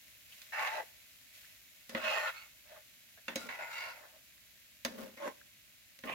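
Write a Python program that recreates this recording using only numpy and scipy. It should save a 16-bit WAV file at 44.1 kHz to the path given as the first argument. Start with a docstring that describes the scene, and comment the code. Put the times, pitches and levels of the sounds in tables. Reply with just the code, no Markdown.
"""Turning pasta in a frying pan

A metal spatula turns pasta close to the microphone in a small kitchen. The blade knocks on the pan
(impact), shudders through the pasta and scrapes along the bottom in tiny slips (stick-slip friction)
that ring the pan's resonances. Wet pieces smack as they part. Under it bursting bubbles and steam
sizzle faintly over the low rumble of the room."""
import sys
import numpy as np
from scipy import signal
from scipy.fft import rfft, irfft, next_fast_len
from scipy.io import wavfile
from scipy.ndimage import uniform_filter1d

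SR = 44100
rng = np.random.default_rng(int(sys.argv[2]) if len(sys.argv) > 2 else 0)


def inscribe(sig):
    """Save sig as 16-bit PCM at rate SR to the path in sys.argv[1].

    A 1-D sig is mono; a 2-D sig holds one channel per row.
    Samples are clipped to [-1, 1] before scaling.
    """
    pcm = np.round(np.clip(np.atleast_2d(sig).T, -1, 1) * 32767)
    wavfile.write(sys.argv[1], SR, pcm.astype(np.int16))


N = 270774
T = np.arange(N) / SR

# Levels are relative; a lean is left minus right.
# resonances of the pan: pitch_hz, width_hz, height_db, lean_db
PAN_MODES = [(534.7, 10.3, 10, 11), (615, 51, 8.5, -2.5), (870, 340, 6.5, 9.5), (1083.4, 77, 1.5, -38.5),
             (1148, 86, -1, 24), (1300, 230, 1, 12), (1457, 33, 9.5, 18), (1599, 123, 3, -17),
             (1756, 15.7, 9, 17.5), (1840, 72, 4.5, 5), (1990, 70, 5.5, 3), (2210, 60, 0, -19.5),
             (2597, 59, 3.5, -9.5), (2812, 48, -4.5, -15.5), (3910, 24, -1.5, -32), (4176, 47, 1.5, 10),
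             (4970, 20, 12, 3), (5680, 180, 4, 4), (6470, 56, -2, 3)]
# likeness of the two microphone ports: frequency_hz, correlation
PORT_LIKENESS = [(50, .5), (150, 0.2), (230, 0.52), (600, 1), (1300, 0.28), (2400, 0.53), (4000, 0.15),
                 (8000, -0.23)]
# phase lead of the left port: frequency_hz, lead_rad
PORT_LEAD = [(50, 1.2), (600, -1.36), (900, 1.48), (1200, 0.2), (1640, 0.1), (2240, 1.46), (3400, 1.46),
             (4130, 0.4), (6500, 2.5)]
# balance of the ports: frequency_hz, lean_db
PORT_BALANCE = [(50, -4.5), (170, 1), (240, -2), (400, 1), (700, -3.5), (1500, -2), (2000, -0.5),
                (2700, -6), (3500, -1.5), (5000, 1), (6500, 6.5), (7600, 3), (8500, 3), (10000, 2.5),
                (16000, 0)]
# spectrum of the kitchen's rumble: frequency_hz, level_db
RUMBLE_TONE = [(15, -32), (35, -16), (55, 3), (75, -4), (102, 0.5), (135, -4.5), (250, -7),
               (500, -22.5), (1500, -31), (16000, -85)]
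# spectrum of the frying bubbles: frequency_hz, level_db
BUBBLE_TONE = [(200, -30.5), (450, -15.5), (620, -8), (800, -18.5), (1250, -11.5), (1600, -6), (2250, 1.5),
               (3100, -0.5), (4000, -1), (5200, -5), (7000, -8), (9000, -15.5), (16000, -34)]
# spectrum of the steam: frequency_hz, level_db
STEAM_TONE = [(2000, -42), (5000, -6.5), (7200, 0.5), (8400, -5.5), (9700, -1), (11000, 0.5), (12500, 4.5),
              (14000, 2), (16000, 0)]
# flares of sizzle as wet pasta drops on hot metal: start_s, length_s, lift_db
SIZZLE_FLARES = [(0.295, 0.45, 3.5), (1.336, 0.26, 4.5), (2.653, 0.25, 0)]
# wet pasta parting and settling: start_s, pitch_hz, level_db, decay_s
PASTA_SMACKS = [(0.322, 3020, -54, 0.011), (1.444, 1750, -55, 0.0064), (2.714, 653, -55, .008),
                (2.761, 1170, -54, .007), (3.173, 640, -58.5, 0.015), (3.174, 1700, -55, 0.013),
                (4.379, 1780, -55.5, 0.0031), (4.647, 2200, -71, 0.0033), (5.413, 1630, -43, 0.0021)]
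# knocks of the blade: start_s, thump_db, clack_db, tick_db, chatter_s, steel_db, favoured_hz
BLADE_KNOCKS = [(0.4171, -90, -91, -58, 0.0012, -56, 3700), (0.591, -85, -42, -68, 0.0031, -48, 1900),
                (0.673, -78, -40, -59, 0.0036, -47, 2100), (1.893, -54.5, -56, -52.5, 0.0068, -64, 3500),
                (1.948, -35, -38, -57.5, 0.0028, -47, 1850), (3.281, -45, -42, -53.5, 0.0046, -30, 2390),
                (3.3574, -36, -47.5, -41.5, 0.0026, -36, 6740), (3.489, -85, -47, -75, 0.0034, -42, 2100),
                (4.849, -37, -42.5, -40.5, 0.0023, -31, 4930), (4.861, -51, -58, -61, 0.00094, -46, 1350),
                (5.173, -57, -61, -66, 0.0022, -63, 2100), (5.9894, -64.5, -75, -62.5, 0.00079, -60, 5600),
                (6.037, -46.5, -48.5, -68, 0.0014, -58, 1900),
                (6.094, -47.5, -46.5, -73, 0.0026, -45, 2300)]
# modes of the whole pan bouncing on the hob: pitch_hz, level_db, t60_s
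BOUNCE_MODES = [(211, -2, 0.053), (234.4, 1, 0.15), (234, -25, 0.25), (378, -3, 0.028), (537, 7, 0.1),
                (682, -7.5, 0.1)]
# modes of the steel blade: pitch_hz, level_db, t60_s
BLADE_MODES = [(1456, 10, 0.038), (1770, -11, 0.019), (2080, -11, 0.064), (2710, 0.5, 0.063),
               (3520, 0, 0.093), (3930, -5, 0.018), (4730, -1, 0.041), (5640, -14, 0.16), (6410, 2, 0.051),
               (7220, -3, 0.049)]
# spectrum of the pan's clack: frequency_hz, level_db
CLACK_TONE = [(100, -21), (300, -28), (500, -7.5), (900, 1), (1400, 4), (1900, 11), (2700, 2.5),
              (4000, -2.5), (7000, -38), (16000, -47)]
# spectrum of the blade's tick and of spitting oil: frequency_hz, level_db
TICK_TONE = [(300, -34), (2000, 7.5), (3300, 8), (5000, 7.5), (6600, 2.5), (8200, -3.5), (11000, -0.5),
             (16000, -34)]
# spectrum of a knock's dull push: frequency_hz, level_db
THUD_TONE = [(30, -51), (80, -4), (130, -23), (200, -2.5), (310, 10), (420, -7), (700, -6), (1500, -26),
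             (16000, -65)]
# spectrum of steel snapping on the bare pan: frequency_hz, level_db
SNAP_TONE = [(2000, -22), (7000, -6), (10000, -11), (16000, -2)]
# scraping strokes, each a list of pushes (lows and treble against the mids):
# start_s, length_s, level_db, entry_db, rise_s, release_s, lows_db, treble_db, brightening_db
SCRAPE_STROKES = [
    [(0.521, 0.095, -40, -4, 0.02, 0.04, -13, -15, -6), (0.575, 0.16, -39, -5, 0.02, 0.057, -8, -12, 5.5),
     (0.7, 0.14, -42.5, -8, 0.03, 0.037, -1, -11, -15.5)],
    [(1.964, 0.071, -44, -5, 0.012, 0.056, 4, -4, 1), (2.0, 0.25, -36.5, -14.5, 0.048, 0.063, -5.5, -9, -7),
     (2.12, 0.21, -39, -23, 0.084, 0.036, -5.5, -13, 20)],
    [(2.334, 0.15, -48, -9, 0.026, 0.12, -23, -14, -11)],
    [(2.652, 0.17, -59.5, -14, 0.079, 0.048, 2.5, -9, -12)],
    [(3.37, 0.12, -52.5, -7, 0.01, 0.018, -11, -2.5, -15)],
    [(3.487, 0.21, -43, -3, 0.012, 0.18, -5, -13.5, -6), (3.59, 0.23, -45, 1, 0.014, 0.18, -11, -16, 9),
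     (3.7, 0.31, -44, -5, 0.059, 0.14, -12, -11, -16)],
    [(3.975, 0.15, -56.5, -10, 0.066, 0.063, -2, -18, 6), (4.12, 0.1, -66.5, -9, 0.025, 0.077, 3, -20, -3)],
    [(5.168, 0.16, -45, -12, 0.089, 0.046, 0, -11, -5)],
    [(6.056, 0.12, -42.5, -20, 0.027, 0.045, -6.5, -9.5, 9)],
]
# one spectrum per stroke, set by where the blade touches: frequency_hz, level_db
STROKE_TONES = [
    [(180, -48), (300, -31), (482, -15), (597, -10), (726, -7), (884, 2.5), (1290, 4.5), (2070, 11),
     (3440, -14), (6950, -23.5), (8600, -31), (12300, -26), (15000, -47)],
    [(180, -42), (300, -47), (616, -11.5), (738, -17), (855, -6), (1490, 3), (1670, -1.5), (1850, -1),
     (2070, 1.5), (2600, -3), (6000, -24.5), (7060, -23), (8460, -33), (15000, -29)],
    [(180, -59), (300, -15), (897, -14.5), (1020, -18), (1340, -1.5), (1830, -20), (2110, -1), (9000, -25),
     (11700, -56), (19800, -120)],
    [(180, -64), (300, -24), (487, -15), (620, 2), (950, -12), (1880, 2), (2260, -7), (9000, -50),
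     (11700, -77), (19800, -120)],
    [(240, -52), (400, -29), (518, 8), (979, -14), (1430, -4), (1660, -15), (2290, 3), (2540, -8.5),
     (15000, -23)],
    [(180, -40.5), (300, -44), (606, -22), (814, -15), (943, 0), (1210, -15), (1400, 4.5), (1570, -5),
     (2170, 2.5), (3120, -8.5), (4690, -11), (8460, -24), (15000, -23)],
    [(180, -38), (300, -17), (399, -22), (611, -4.5), (950, -16), (1800, -10), (2230, -23), (2500, -25),
     (9000, -39), (11700, -60), (19800, -120)],
    [(120, -52), (200, -18.5), (455, -14), (569, -4.5), (675, -17.5), (1070, -7.5), (1190, -16),
     (1850, -10), (5010, -38.5), (5460, -36), (7430, -36), (8370, -47), (12000, -35), (15600, -75),
     (22000, -120)],
    [(88, -34), (150, -23), (233, -26), (494, -19), (627, -15.5), (1190, 2), (1400, -18), (1920, 0),
     (2570, 5), (4540, -34), (12000, -33), (15600, -65), (22000, -120)],
]
# squeals of the sliding edge: start_s, length_s, pitch_hz, glide_hz, level_db, lean_db
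EDGE_SQUEALS = [(0.503, 0.15, 2705, -33, -11.5, -22), (0.588, 0.09, 1048, 135, -6.5, -6),
                (0.63, 0.15, 2074, -134, -9, -2), (0.675, 0.15, 863, 35, -1.5, 6),
                (1.965, 0.26, 2576, -47, -8, -19), (2.139, 0.15, 1890, -114, -6.5, -6),
                (2.18, 0.088, 4200, -74, -16.5, 2), (2.204, 0.17, 1442, -46, -9, -4),
                (2.353, 0.085, 4210, 278, -9, -3), (3.392, 0.11, 1415, -22, -3, 1),
                (3.48, 0.37, 1945, 274, -10.5, 6), (3.763, 0.17, 4630, 38, -17.5, 1),
                (5.165, 0.062, 2095, -2, -6, 10), (5.192, 0.1, 584, -5, -1, -3)]
# fainter resonances that every stroke touches: pitch_hz, level_db, lean_db
PASSING_MODES = [(882, -1.5, 13), (2770, -1.5, 0), (4150, -3.5, 6), (7000, 0, 7)]
# the blade pushing through pasta: start_s, length_s, level_db, entry_db, rise_s, release_s
BLADE_SHUDDERS = [(1.894, 0.24, -50.5, -11.5, 0.063, 0.16), (3.296, 0.072, -48.5, 5, 0.005, 0.071),
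                  (3.357, 0.17, -54.5, 5, 0.02, 0.05), (4.861, 0.066, -43.5, 11, 0.005, 0.065),
                  (4.89, 0.1, -55, 0, 0.01, 0.018), (4.972, 0.18, -47.5, -8, 0.014, 0.12),
                  (6.04, 0.14, -44, -7, 0.022, 0.14)]
# spectrum of those cushioned slips: frequency_hz, level_db
CUSHIONED_TONE = [(60, -17), (140, -13), (235, 10.5), (320, -10), (410, -2), (540, -0.5), (720, -15),
                  (1300, -15.5), (3000, -16.5), (5000, -21.5), (9000, -26), (16000, -20)]
# reverberation time of the kitchen: frequency_hz, t60_s
ROOM_DECAY = [(150, 0.74), (1000, 0.35), (4000, 0.8), (16000, 0.16)]

SIDES = np.array([[.5], [-.5]])  # shares of a lean, left and right


def amp(db):
    """Decibels to amplitude ratio."""
    return 10 ** (np.asarray(db) / 20)


def read(points, hz):
    """Interpolation of a table on a logarithmic frequency axis."""
    table_hz, value = np.transpose(points)
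    return np.interp(np.log(hz + 1), np.log(table_hz + 1), value)


def unit_rms(x):
    """Normalisation: the mean of the two channels gets rms 1."""
    return x / np.sqrt(np.mean(x.mean(0) ** 2) + 1e-20)


def add(mix, start_s, sound):
    """Superposition of a stereo sound on the mix."""
    part = mix[:, max(round(start_s * SR), 0):][:, :sound.shape[1]]
    part += sound[:, :part.shape[1]]


def ports(x):
    """Partial coherence: two independent signals become a microphone pair, least alike in the treble."""
    left, other = rfft(x)
    hz = np.fft.rfftfreq(x.shape[1], 1 / SR)
    same = np.clip(read(PORT_LIKENESS, hz), 0, 1)
    right = (same * left + np.sqrt(1 - same ** 2) * other) * np.exp(-1j * read(PORT_LEAD, hz))
    return irfft(np.array([left, right]), x.shape[1])


def colour(x, tone, ring, size=8192):
    """Source and filter: a broad minimum-phase spectrum plus the pan's peaks, scaled by ring."""
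    hz = abs(np.fft.fftfreq(size, 1 / SR))
    db = read(tone, hz) + SIDES * read(PORT_BALANCE, hz)
    for pitch, width, height, lean in PAN_MODES:
        db = db + ring * (height + SIDES * lean) / (1 + (2 * (hz - pitch) / width) ** 2)
    minimum_phase = np.exp(np.conj(signal.hilbert(np.log(amp(db)))))
    response = np.fft.ifft(minimum_phase).real[:, :size // 2]
    return signal.oaconvolve(ports(x), response, axes=1)[:, :x.shape[1]]


def resonate(x, hz, width_hz):
    """Heterodyne resonator following the curve hz: shift to zero, smooth, shift back. Complex output."""
    carrier = np.exp(2j * np.pi * np.cumsum(hz) / SR)
    pole = np.exp(-np.pi * width_hz / SR)
    return carrier * signal.lfilter([(1 - pole) ** 2], [1, -2 * pole, pole * pole], x / carrier)


def grains(count, per_s, spread_db):
    """Shot noise: random impulses of uneven size, simultaneous in both channels."""
    size = amp(spread_db * np.minimum(rng.exponential(1, count), 4))
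    return rng.standard_normal((2, count)) * size * (rng.random(count) < per_s / SR)


def impulses(envelope, per_s=12000):
    """Shot noise under an envelope, as in the chatter of a contact."""
    count = len(envelope)
    return rng.standard_normal((2, count)) * (rng.random(count) < per_s / SR) * envelope


def flutter(count, per_s, depth_db):
    """Random amplitude modulation: a gain that drifts between chance values."""
    position = np.arange(count) * per_s / SR
    return amp(depth_db * np.interp(position, np.arange(count), rng.standard_normal(count)))


def push(t, start, length, level_db, entry_db, rise, release, release_db=-17):
    """Amplitude envelope of one push: the blade catches, leans in, holds and lets go."""
    since, left = t - start, start + length - t
    entering = np.clip(1 - since / rise, 0, 1)
    leaving = np.clip(1 - left / release, 0, 1)
    gate = np.clip(np.minimum(since, left) / 0.0079 + .5, 0, 1)
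    return amp(level_db + entry_db * entering + release_db * leaving) * gate


def rumble(level_db=-77):
    """Stationary filtered noise: the low background of the kitchen."""
    noise = rng.standard_normal((2, next_fast_len(N)))
    return amp(level_db) * unit_rms(colour(noise, RUMBLE_TONE, ring=0))[:, :N]


def sizzle(full_stroke_db=-35, settle_s=0.056):
    """Shot noise of bursting bubbles, steam and spitting oil, livelier as strokes bare hot metal."""
    effort = sum(push(T, *row[:6]) for pushes in SCRAPE_STROKES for row in pushes)
    pole = np.exp(-1 / (settle_s * SR))
    stirred = signal.lfilter([1 - pole], [1, -pole], effort / amp(full_stroke_db))
    flare_db = sum(lift * np.sin(np.pi * np.clip((T - start) / length, 0, 1) ** 0.33)  # fast rise
                   for start, length, lift in SIZZLE_FLARES)
    # both levels sink as the pan cools
    frying_db = -64.5 - 0.39 * T + 5.7 * stirred + flare_db
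    steam_db = -63.5 - 0.51 * T + 6.9 * stirred + 0.72 * flare_db
    count = next_fast_len(N)
    bubbles = colour(grains(count, per_s=12000, spread_db=1.0), BUBBLE_TONE, ring=0.45)
    steam = colour(grains(count, per_s=20000, spread_db=0.9), STEAM_TONE, ring=0)
    spits = colour(grains(count, per_s=63, spread_db=4.5), TICK_TONE, ring=.3)
    frying = unit_rms(bubbles) + amp(-17) * unit_rms(spits)
    return frying[:, :N] * amp(frying_db) + unit_rms(steam)[:, :N] * amp(steam_db)


def smacks(size=4096):
    """Cavity resonance: sticky pieces part in a crackle that rings the hollow between them."""
    out, t = np.zeros((2, N)), T[:size]
    for start, hz, db, decay in PASTA_SMACKS:
        crackle = ports(grains(size, per_s=7600, spread_db=2.5))
        hollow = unit_rms(resonate(crackle, np.full(size, hz), width_hz=0.28 * hz).real)
        add(out, start, amp(db) * hollow * np.exp(-t / decay) * (1 - np.exp(-t / 0.00094)))
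    return out


def blade_ring(t, favoured_hz):
    """Free vibration of the steel blade: the spot struck favours the modes near one pitch."""
    ring = 0
    for hz, db, t60 in BLADE_MODES:
        envelope = amp(db - 60 * t / t60) / np.hypot(1, np.log2(hz / favoured_hz) / 0.15)
        cycles = hz * t + rng.random() + .5 * rng.random((2, 1))
        ring += envelope * np.sin(2 * np.pi * cycles)
    return ring * (1 - np.exp(-t / 0.00062))


def knocks(size=16384, snap_s=0.0028):
    """Impact excitation: the blade lands, chatters and rings, and the pan clacks and bounces."""
    out, t = np.zeros((2, N)), T[:size]
    scale = np.sqrt(.02 * SR / size)  # refers a burst's energy to 20 ms
    fade = np.clip(2 * (1 - t / t[-1]), 0, 1) ** 2
    bounce = sum(amp(db - 60 * t / t60) * np.sin(2 * np.pi * hz * t) for hz, db, t60 in BOUNCE_MODES)
    bounce = unit_rms(np.array([bounce, bounce]) * (1 - np.exp(-t / 0.0026)))
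    for start, thump_db, clack_db, tick_db, chatter_s, steel_db, favoured_hz in BLADE_KNOCKS:
        contact = np.exp(-t / chatter_s) + amp(-0.5) * np.exp(-t / (8.1 * chatter_s))
        contact *= 1 - np.exp(-t / (0.12 * chatter_s))
        clack = unit_rms(colour(impulses(contact), CLACK_TONE, ring=0.51))
        tick = unit_rms(colour(impulses(contact ** 1.6), TICK_TONE, ring=0.93))
        thud = unit_rms(colour(impulses(contact), THUD_TONE, ring=1.0))
        steel = amp(steel_db) * blade_ring(t, favoured_hz)
        snap = unit_rms(colour(impulses(np.exp(-t / snap_s)), SNAP_TONE, ring=0))
        thump = amp(-4.0) * bounce + amp(-11) * thud
        impact = amp(thump_db) * thump + amp(clack_db) * clack + amp(tick_db) * (tick + amp(-7.5) * snap)
        add(out, start, fade * (steel + scale * impact))
    return out


def cross_nodes(x, depth_db, size=1024):
    """Modal coupling: random patches of spectrum swell and fade, as when the edge crosses nodes."""
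    frames = dict(fs=SR, nperseg=size, noverlap=size * 3 // 4)
    spectra = signal.stft(x, **frames)[2]
    patches = uniform_filter1d(rng.standard_normal(spectra.shape[1:]), size=3, axis=0)
    patches = uniform_filter1d(patches, size=14, axis=1)
    spectra = spectra * amp(depth_db * patches / patches.std())
    return signal.istft(spectra, **frames)[1][:, :x.shape[1]]


def split(x, low_hz=700, high_hz=3000):
    """Complementary filters: the lows, mids and treble of a sound."""
    spectrum, hz = rfft(x), np.fft.rfftfreq(x.shape[1], 1 / SR)
    lows = 1 / (1 + (hz / low_hz) ** 12)
    treble = 1 - 1 / (1 + (hz / high_hz) ** 12)
    return [irfft(spectrum * band, x.shape[1]) for band in (lows, 1 - lows - treble, treble)]


def passing_squeals(start, length, tone, share=0.4, bend=0.015):
    """Passing excitation: a squeal row for each mode, at a random moment and weighted by the tone."""
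    span, peak_db = length * share, max(db for hz, db in tone)
    rows = []
    for hz, db, lean in PASSING_MODES:
        when, detune, glide = rng.random(3)
        pitch_hz = hz * (1 + bend * (2 * detune - 1))
        glide_hz = hz * bend * 2 * (2 * glide - 1)
        level_db = db + read(tone, hz) - peak_db
        rows.append((start + when * (length - span), span, pitch_hz, glide_hz, level_db, lean))
    return rows


def squeals(slips, start, length, tone):
    """Frictional lock-in: a stroke's slips drive narrow resonances that glide as the contact moves."""
    t, out = start + T[:len(slips)], np.zeros((2, len(slips)))
    in_stroke = [row for row in EDGE_SQUEALS if start < row[0] + row[1] / 2 < start + length]
    for onset, span, pitch_hz, glide_hz, db, lean in in_stroke + passing_squeals(start, length, tone):
        hz = pitch_hz + glide_hz * np.clip((t - onset) / span, 0, 1)
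        gate = np.clip(np.minimum(t - onset, onset + span - t) / 0.016, 0, 1)
        swing = resonate(slips, hz, width_hz=30 + 0.041 * pitch_hz)
        swing = swing / np.hypot(abs(swing), 0.98 * swing.std())  # friction limits the swing
        right = swing * np.exp(-1j * read(PORT_LEAD, pitch_hz))
        pair = np.array([swing, right]).real * amp(SIDES * lean)
        out += unit_rms(pair) * gate * amp(db)
    return out


def scrapes(treble_share=0.37):
    """Stick-slip friction: the edge slips thousands of times a second, and every slip rings the pan."""
    out = np.zeros((2, N))
    for pushes, tone in zip(SCRAPE_STROKES, STROKE_TONES):
        start, end = pushes[0][0], pushes[-1][0] + pushes[-1][1]
        t = start + T[:SR]
        slips = grains(SR, per_s=3800, spread_db=0.5) * flutter(SR, per_s=220, depth_db=1.0)
        body = cross_nodes(colour(slips, tone, ring=0.86), depth_db=2.3)
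        ringing = squeals(slips[0], start, end - start, tone)
        hand_pressure = flutter(SR, per_s=27.7, depth_db=1)
        power = np.zeros((3, SR))  # lows, mids, treble
        for onset, length, *shape, lows_db, treble_db, brightening_db in pushes:
            effort = push(t, onset, length, *shape) * hand_pressure
            tilt_db = brightening_db * (np.clip((t - onset) / length, 0, 1) - .5)
            band_db = [lows_db - tilt_db, np.zeros(SR), treble_db + treble_share * tilt_db]
            power += (effort * amp(band_db)) ** 2
        gains = np.sqrt(power)
        rasp = sum(unit_rms(band) * gain for band, gain in zip(split(body), gains))
        add(out, start, amp(-2.58) * rasp + ringing * gains[1])  # squeals follow the mids
    return out


def shudders(size=2 ** 15):
    """Cushioned friction: soft pasta slows the slips, which mostly shake the pan's low modes."""
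    out = np.zeros((2, N))
    for start, *shape in BLADE_SHUDDERS:
        slips = grains(size, per_s=2500, spread_db=0.5)
        shaking = unit_rms(colour(slips, CUSHIONED_TONE, ring=1.0))
        add(out, start, shaking * push(start + T[:size], start, *shape))
    return out


def kitchen(x, size=16384):
    """Reverberation: a short tail of sparse reflections, the highest treble dying first."""
    reflections = ports(impulses(T[:size] > .005, per_s=3000))
    hz, t, spectra = signal.stft(reflections, SR, nperseg=256)
    decay = amp(-60 * t / read(ROOM_DECAY, hz)[:, None])
    tail = signal.istft(spectra * decay, SR, nperseg=256)[1]
    return signal.oaconvolve(x, tail / np.linalg.norm(tail[0]), axes=1)[:, :N]


def scene():
    """Superposition of the stirring, its reverberation, the sizzle and the rumble."""
    stirring = scrapes() + knocks() + shudders() + smacks()
    return stirring + amp(-19.5) * kitchen(stirring) + sizzle() + rumble()


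def record(dry, cutoff_hz=15950):
    """Band limiting: a linear-phase low-pass filter removes the highest treble."""
    lowpass = signal.firwin(511, cutoff_hz, window=("kaiser", 9), fs=SR)
    return signal.oaconvolve(dry, lowpass[None], "same")


dry = scene()
out = record(dry)
inscribe(out)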